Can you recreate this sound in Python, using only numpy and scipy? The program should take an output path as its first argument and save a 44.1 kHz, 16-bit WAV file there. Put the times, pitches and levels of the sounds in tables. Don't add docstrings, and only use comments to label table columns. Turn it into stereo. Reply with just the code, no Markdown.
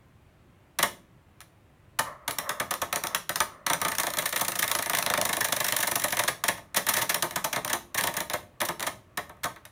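import sys
import numpy as np
from scipy import signal
from scipy.fft import rfft, irfft
from scipy.io import wavfile
from scipy.ndimage import uniform_filter1d

SR = 44100
rng = np.random.default_rng(int(sys.argv[2]) if len(sys.argv) > 2 else 0)


def to_wav(s):
    ch = np.atleast_2d(s).T
    pcm = np.round(np.clip(ch, -1, 1) * 32767)
    wavfile.write(sys.argv[1], SR, pcm.astype(np.int16))


N = 428211
SIZE = 8192
HZ = np.fft.rfftfreq(SIZE, 1 / SR)


def gain_of(db):
    return 10 ** (np.asarray(db) / 20)


def evened(x):
    return x / np.sqrt(np.mean(x ** 2) + 1e-20)


def read(points, hz):
    f, value = np.transpose(points)
    return np.interp(np.log(hz + 1), np.log(f + 1), value)


def add(mix, s, sound):
    part = mix[:, round(s * SR):][:, :sound.shape[1]]
    part += sound[:, :part.shape[1]]


# (f/Hz, ratio)
MICROPHONE_SPREAD = [(100, 0.15), (500, 0.31), (1200, 0.63), (2500, 0.68), (8000, 1)]


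def both_ears(mid, side):
    apart = read(MICROPHONE_SPREAD, np.fft.rfftfreq(2 * len(mid) - 2, 1 / SR))
    return np.array([mid + apart * side, mid - apart * side]) / np.sqrt(1 + apart ** 2)


# (f/Hz, level/dB per Hz)
FLOOR_SPECTRUM = [(15, -42.5), (52, -6.5), (75, -2), (108, -2.5), (175, -9), (260, -14.5), (350, -11.5),
                  (440, -19.5), (570, -16), (1000, -20.5), (2500, -25), (5000, -37.5), (10000, -38.5),
                  (15500, -42)]
# (f/Hz, correlation)
FLOOR_LIKENESS = [(60, 0.96), (240, 0.96), (950, 0.26), (3770, 0.0), (15000, 0)]
# (f/Hz, width/Hz, level/dB before the channel tilt)
NARROW_HISS = (14750, 120, -92)
FLOOR_DB = -57.5


def floor():
    frames, hz = N // 512 + 5, np.fft.rfftfreq(2048, 1 / SR)
    a, b, c, d, patches = rng.standard_normal((frames, 1025, 5)).T

    patches = uniform_filter1d(uniform_filter1d(patches, 6, 0), 6, 1)
    patch_gain = gain_of(evened(patches))

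    same = np.clip(read(FLOOR_LIKENESS, hz), -1, 1)[:, None]
    left = a + 1j * b
    right = same * left + np.sqrt(1 - same ** 2) * (c + 1j * d)
    spectra = np.array([left, right]) * patch_gain

    def coloured(colour):
        return evened(signal.istft(spectra * colour[:, None], nperseg=2048, noverlap=1536)[1])

    hiss_hz, width_hz, hiss_db = NARROW_HISS
    wide = gain_of(FLOOR_DB) * coloured(gain_of(read(FLOOR_SPECTRUM, hz)))
    narrow = gain_of(hiss_db) * coloured(np.exp(-((hz - hiss_hz) / width_hz) ** 2))
    return (wide + narrow)[:, :N] * gain_of([[.7], [-.7]])


def ring(modes):
    hz, db, t60 = np.transpose(modes)[:, :, None]
    t = np.arange(SIZE) / SR
    sign = (-1) ** np.arange(len(modes))[:, None]
    swell = 1 - np.exp(-t * hz / 0.57)
    decay = gain_of(db - 60 * t / t60)
    return rfft((sign * swell * decay * np.sin(2 * np.pi * hz * t)).sum(0))


# (t/s, level/dB before the left-right tilt)
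GRIND_LEVEL = [(0, -75.5), (1.97, -75), (2.03, -54), (2.07, -36.5), (2.13, -43.5), (2.19, -53), (2.32, -54),
               (2.47, -37), (2.78, -57), (3.15, -40), (3.27, -64), (3.43, -54), (3.55, -49), (3.66, -57.5),
               (3.85, -45.5), (5.3, -55), (6.35, -59.5), (6.8, -63), (6.95, -51), (7.6, -53), (7.76, -69),
               (8.2, -49), (8.36, -77), (8.82, -55), (8.94, -75), (9.2, -63), (9.71, -65)]
# (f/Hz, relative level/dB, t60/s)
GRIND_BOWL = [(593, -2.5, 0.023), (1078, 2.5, 0.016), (1290, -1, 0.014), (1774, -3.5, 0.012),
              (2050, -4, 0.0087)]


def grind():
    s, level_db = np.transpose(GRIND_LEVEL)
    noise = rng.standard_normal((2, 2 * (N // 2 + 1)))
    rub = irfft(both_ears(*rfft(noise)))[:, :N]
    sound = signal.oaconvolve(rub, irfft(ring(GRIND_BOWL))[None], axes=1)[:, :N]
    return evened(sound) * gain_of(np.interp(np.arange(N) / SR, s, level_db))


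# (f/Hz, relative level/dB, t60/s)
BOWL_MODES = [(115, -12.5, 0.053), (178.7, -14.5, 0.08), (276, -7, 0.026), (347.5, -16, 0.073),
              (432.2, -17, 0.1), (520, -10, 0.038), (603.3, -4.5, 0.056), (703.6, -5.5, 0.047),
              (807, -14, 0.099), (899.6, -5, 0.05), (1027, -2, 0.027), (1091, -6.5, 0.055),
              (1260, 4, 0.017), (1375, -10.5, 0.0062), (1548, -5, .03), (1734, 3.5, 0.013),
              (1925, 1.5, 0.011), (2083, 1.5, 0.012), (2430, -10.5, 0.012), (2684, -13.5, 0.022),
              (3330, -5, 0.0068), (3906, -6.5, 0.009)]
# (f/Hz, relative level/dB, t60/s)
LARGE_RIM_MODES = [(9090, 0, .05), (9165, 5, .09), (9240, 0, .04), (13415, 2, .08)]
# (f/Hz, relative level/dB, t60/s)
SMALL_RIM_MODES = [(6710, -8, .04), (10150, 1, .05), (10215, 5, .08), (10800, -4, .04)]


def ringing_bodies():
    low, middle, high = BOWL_MODES[:12], BOWL_MODES[12:15], BOWL_MODES[15:]
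    return np.array([ring(modes) for modes in (low, middle, high, LARGE_RIM_MODES, SMALL_RIM_MODES)])


# (f/Hz, level/dB per Hz)
SCRAPE_SPECTRUM = [(300, -39), (1000, 1), (2500, -5.5), (4000, -4.5), (4800, -11.5), (5750, -5.5),
                   (7000, -9), (7900, -14), (9200, -8), (12000, -13), (14000, -15), (14950, -10.5),
                   (15600, -22), (16600, -53)]


def knock(bodies, knock_db, low_db, high_db, contact_ms, middle_db, swell_ms, bright_db, large_db, small_db):
    ms, hz = np.arange(SIZE) / SR * 1000, HZ[::4]
    short = SIZE // 4
    roughness = gain_of(1.56 * rng.standard_normal(SIZE + short))
    grit = rng.standard_normal((2, SIZE + short)) * roughness

    u = ms[:short] / np.clip(0.61 * contact_ms, .4, 14) + 0.1
    push = (u * np.exp((1 - u ** 1.48) / 1.674)) ** 1.07
    colour = gain_of(read(SCRAPE_SPECTRUM, hz) + bright_db * np.log2((hz + 100) / 5000))
    colour = colour / np.sqrt(np.mean(colour ** 2))
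    scrape = irfft(both_ears(*rfft(grit[:, SIZE:])) * colour) * push

    blow = np.exp(-2j * np.pi * HZ * (0.001506 + contact_ms / 2000))
    swell = (1 - np.exp(-ms / np.clip(swell_ms + 0.23 * contact_ms, .5, 30))) ** 2
    chatter = swell * gain_of(-.75 * ms)
    mid, side = rfft(grit[:, :SIZE] * chatter / np.linalg.norm(chatter))
    drive = both_ears(0.61 * blow + 0.7 * mid, 0.85 * side)

    body_gains = gain_of([low_db, low_db + middle_db, high_db, large_db, small_db])
    out = gain_of(5.5) * irfft(drive * (body_gains @ bodies))
    out[:, :short] += gain_of(-12) * scrape
    return gain_of(knock_db) * out


# (t/s, overall level/dB, low bowl modes level/dB, high bowl modes level/dB,
# contact setting/ms); the mode levels are relative, the contact setting is scaled in knock()
RIM_KNOCKS = [(.7871,-6.5,-18,-10,4.4),(.8268,-1.5,-21,-14.5,5.4),(1.4044,-26,-28.5,-23,2.2),(1.412,-31,-34,-19,4.8),
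              (1.9885,-6,-17.5,-17.5,6.6),(2.2781,-8.5,-20.5,-15,4),(2.3085,-10.5,-26.5,-26,3),(2.3846,-6.5,-24,-18.5,3.16),
              (2.4917,-8.5,-19.5,-15,3.3),(2.5988,-9.5,-15,-13,4.2),(2.7075,-9.5,-18.5,-14,5.2),(2.739,-9,-27,-26,2),
              (2.8164,-10,-15.5,-15,4.9),(2.9263,-7.5,-20.5,-17.5,3.7),(2.9583,-5,-24.5,-22,2.7),(3.037,-8,-22.5,-20,2.2),
              (3.0693,-9.5,-31,-32,2.8),(3.1467,-4.5,-26,-18.5,4.04),(3.2927,-6.5,-22,-17,2.65),(3.3571,-6,-25.5,-24,3.3),
              (3.3705,-29,-30,-24,1.8),(3.4034,-2,-21.5,-17.5,2.47),(3.6641,-6.5,-23,-13.5,4.2),(3.6988,-6.5,-17.5,-15,4),
              (3.7322,-4.5,-22.5,-19.5,3.35),(3.7991,-28,-21,-11,6.5),(3.8149,-6,-22.5,-20,3),(3.8483,-8.5,-15.5,-13,3.7),
              (3.882,-9,-23.5,-19,4.4),(3.916,-13,-22,-12.5,5.1),(3.9498,-15,-39,-28,4.5),(3.9832,-5,-23,-17.5,2.7),
              (3.998,-6,-25,-20,4.7),(4.0334,-5.5,-22.5,-22,1.8),(4.0675,-8.5,-19,-14.5,3.1),(4.1022,-16,-26,-20,4),
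              (4.1363,-11.5,-24,-18,2.8),(4.17,-10.5,-19.5,-20,3),(4.1854,-6,-24.5,-14.5,4.3),(4.2212,-15,-17.5,-17,5.1),
              (4.2555,-8.5,-26,-13.5,6.4),(4.2902,-15,-37.5,-28,3.8),(4.3251,-11.5,-20,-11.5,5.1),(4.3598,-6.5,-24.5,-14,4.5),
              (4.3742,-15,-32,-27,4.3),(4.3946,-13.5,-21.5,-15,4.5),(4.4096,-7,-18.5,-18.5,6.4),(4.4472,-13.5,-27.5,-17,5.3),
              (4.4813,-5.5,-25,-19,3.5),(4.5179,-12.5,-26,-16,3.7),(4.5539,-11,-24,-19.5,5.5),(4.5883,-8.5,-23,-18,8),
              (4.6224,-8,-22,-9.5,7.2),(4.64,-11.5,-21.5,-20,3.8),(4.6779,-7,-30.5,-19.5,2.5),(4.6959,-19,-15,-14,7),
              (4.7137,-4.5,-27.5,-21,3.7),(4.75,-6,-22.5,-22,3.3),(4.7868,-9.5,-18,-13.5,4.5),(4.8232,-9.5,-29,-16,3.9),
              (4.8597,-8.5,-24,-17,2),(4.8965,-4.5,-25.5,-18.5,2.7),(4.9327,-8,-18.5,-12,2.7),(4.9484,-6.5,-30,-16.5,4.2),
              (4.9697,-9,-24.5,-19,3.3),(4.9855,-5,-26.5,-19.5,3.2),(5.0249,-6.5,-26.5,-27.5,3.2),(5.0623,-4.5,-22,-17,2.4),
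              (5.0998,-6,-17.5,-17,2.8),(5.1376,-3.5,-25,-16,2.55),(5.1752,-7,-15.5,-18,4),(5.2134,-4,-20.5,-22.5,2.24),
              (5.2512,-6.5,-20.5,-18.5,4.5),(5.2897,-10,-16,-13,5.3),(5.3285,-6.5,-21,-16,5.8),(5.3676,-9,-19,-17.5,3.1),
              (5.4063,-7,-20,-12,5.2),(5.4435,-7,-23,-14,7.3),(5.4849,-13,-17.5,-14.5,3),(5.5222,-6,-22.5,-17,6.1),
              (5.5625,-11.5,-19.5,-11,6),(5.6017,-6,-21.5,-14.5,4.3),(5.6422,-8.5,-22,-13.5,6.6),(5.6653,-9,-39,-16,2.3),
              (5.682,-8.5,-23,-14,5.8),(5.7056,-22,-34,-17,4.1),(5.7227,-3,-23.5,-18,2.24),(5.7398,-28,-10,-3,8.3),
              (5.7639,-5,-30,-19,4.2),(5.7861,-13.5,-18,-15,5.3),(5.8027,-9.5,-26.5,-16,7.2),(5.8267,-8,-21,-10.5,6.6),
              (5.8707,-8.5,-18.5,-14.5,7.3),(5.912,-9,-18,-14.5,6.1),(5.9543,-5.5,-20.5,-20.5,6.1),(5.996,-13,-28,-18,4),
              (6.0183,-13,-27,-15,3.2),(6.038,-5.5,-18.5,-13.5,5.5),(6.0827,-12,-35,-19,3.2),(6.1047,-15,-29,-23,3.8),
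              (6.1224,-9.5,-17.5,-9,5.4),(6.1471,-22,-19,-22,3.4),(6.1689,-9.5,-21.5,-14,3.4),(6.1901,-7,-18,-10,7.4),
              (6.2358,-9,-20.5,-19.5,3.05),(6.277,-7,-17.5,-9,9.1),(6.4381,-5,-24,-16,2.95),(6.4807,-5.5,-17.5,-10.5,6.8),
              (6.5703,-35,-4.5,-3,15),(6.7443,-13.5,-22,-11,3.2),(6.7611,-6,-17.5,-12,12.5),(6.8659,-9.5,-21.5,-10.5,3.3),
              (6.8856,-5,-22.5,-15.5,9.2),(6.9364,-6.5,-24.5,-15,5.7),(6.9651,-9,-16.5,-10.5,8.5),(6.9807,-15,-20,-14,10),
              (7.0134,-10,-18,-12.5,11.7),(7.0919,-7.5,-21,-11.5,10.2),(7.1205,-23,-25,-27,4.9),(7.1429,-5.5,-23,-16.5,4.7),
              (7.2231,-5,-18.5,-20,5),(7.3086,-15,-24,-18,2.5),(7.358,-9,-16,-13.5,5.1),(7.4418,-8,-17,-17.5,7.2),
              (7.5277,-9.5,-21,-13,5.9),(7.5597,-11.5,-12.5,-11,5.4),(7.6471,-10.5,-20,-25,2.9),(7.6773,-13,-29,-17,3.2),
              (7.6961,-15,-14.5,-8.5,7.5),(7.7301,-4.5,-19.5,-18.5,4.3),(7.9442,-12.5,-18,-12,5.4),(7.9737,-11.5,-15,-5.5,12.6),
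              (7.9818,-13.5,-15.5,-14,6.1),(8.0095,-7.5,-24.5,-19,2.1),(8.0361,-7.5,-17.5,-17,4.7),(8.0702,-8.5,-17.5,-12.5,4.3),
              (8.1395,-16,-20,-14,2.5),(8.1666,-9.5,-19.5,-13.5,5.5),(8.2034,-8.5,-19.5,-18,2.84),(8.2984,-11,-20.5,-15.5,2.4),
              (8.3337,-11,-13.5,-11,5.4),(8.603,-14,-17.5,-8,4.9),(8.6145,-7.5,-16.5,-14.5,2.8),(8.6498,-15,-21,-21,7.6),
              (8.6865,-11.5,-14,-13.5,4.1),(8.7956,-14.5,-24,-23,2.4),(8.8044,-12.5,-21.5,-18,2.7),(8.8253,-11.5,-17.5,-14,4.1),
              (8.8651,-12.5,-13.5,-12,9.5),(9.1727,-12.5,-15.5,-11.5,4.1),(9.2938,-34,-5,-7.5,2.9),(9.3686,-49,-6,-11,2),(9.4335,-17.5,-24,-8,3.2),
              (9.4398,-12,-17,-15,5),(9.452,-22,-6.5,-10,6.6),(9.561,-32.5,-14,-9.5,1.6),(9.6519,-25,-26.5,-19,3.5)]
# (t/s, middle over low bowl modes level/dB, bowl swell setting/ms,
# scrape brightness slope/dB per octave, large rim level/dB, small rim level/dB)
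TIMBRE_DRIFT = [(.8, 2, 3.8, 2.5, -37, -40), (1.4, 9, 2.7, 2.5, -37.5, -38.5), (2.3, 2, 4, 3, -44, -37),
                (3.1, 5, 3.3, 2, -38.5, -41), (3.7, 4.5, 3.5, 2, -36, -47),
                (4.3, -0.5, 2.2, 3.5, -33.5, -48), (4.75, 3.5, 1.1, 3.5, -39, -34.5),
                (5.15, -5.5, 2.5, 2, -43, -45), (5.6, -2, 2.8, 4, -40, -35), (5.95, -1, 3.8, 4.5, -54, -33),
                (6.4, -4, 1.6, 2, -47, -35), (6.9, 1, 16, 4.5, -38, -36.5), (7.5, -1, 8.7, 1.3, -36, -44),
                (8, -2, 5.3, 4, -40, -41), (8.7, -2.5, 6.2, 2, -42, -41), (9.6, 3, 2.3, 3, -44, -40)]
BRIGHT_SPREAD, RING_SPREAD_DB = 0.72, 2.5


def knocking_tops():
    tops, room_inputs = np.zeros((2, N)), np.zeros((3, 2, N))
    bodies = ringing_bodies()
    when, *drifts = np.transpose(TIMBRE_DRIFT)
    for k, (s, *row) in enumerate(RIM_KNOCKS):
        middle_db, swell_ms, *colour = (np.interp(s, when, drift) for drift in drifts)
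        spread = [BRIGHT_SPREAD, RING_SPREAD_DB, RING_SPREAD_DB]
        colour = colour + rng.standard_normal(len(colour)) * spread
        sound = knock(bodies, *row, middle_db, swell_ms, *colour)
        add(tops, s, sound)
        add(room_inputs[k % 3], s, sound)
    return tops, room_inputs


# (f/Hz, t60/s)
ROOM_DECAY = [(150, 0.78), (500, 0.34), (1500, 0.26), (4000, 0.3), (12000, 0.26)]


def room(x):
    taps = np.zeros((2, SR // 2))
    grid = np.arange(160, SR // 2 - 20, 16)
    at = grid + rng.integers(0, 16, (2, len(grid)))
    np.put_along_axis(taps, at, rng.choice([-1., 1.], at.shape), 1)
    hz, t, z = signal.stft(taps, SR, nperseg=256)
    decay = gain_of(-60 * t / read(ROOM_DECAY, hz)[:, None])
    tail = signal.istft(z * decay, SR, nperseg=256)[1]
    tail = irfft(both_ears(*rfft(tail)))
    return signal.oaconvolve(x, tail / np.linalg.norm(tail[0]), axes=1)[:, :N]


def scene():
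    background = floor()
    grinding = grind()
    tops, room_inputs = knocking_tops()
    echoes = gain_of(-8) * sum(room(part) for part in room_inputs)
    near = (tops + echoes + grinding) * gain_of([[1.1], [-1.1]])
    return np.array([near[0], np.roll(near[1], 3)]) + background


def record(dry):
    lowpass = signal.firwin(255, 16600, window=("kaiser", 9), fs=SR)
    return signal.oaconvolve(dry, lowpass[None], "same")


dry = scene()
out = record(dry)
to_wav(out)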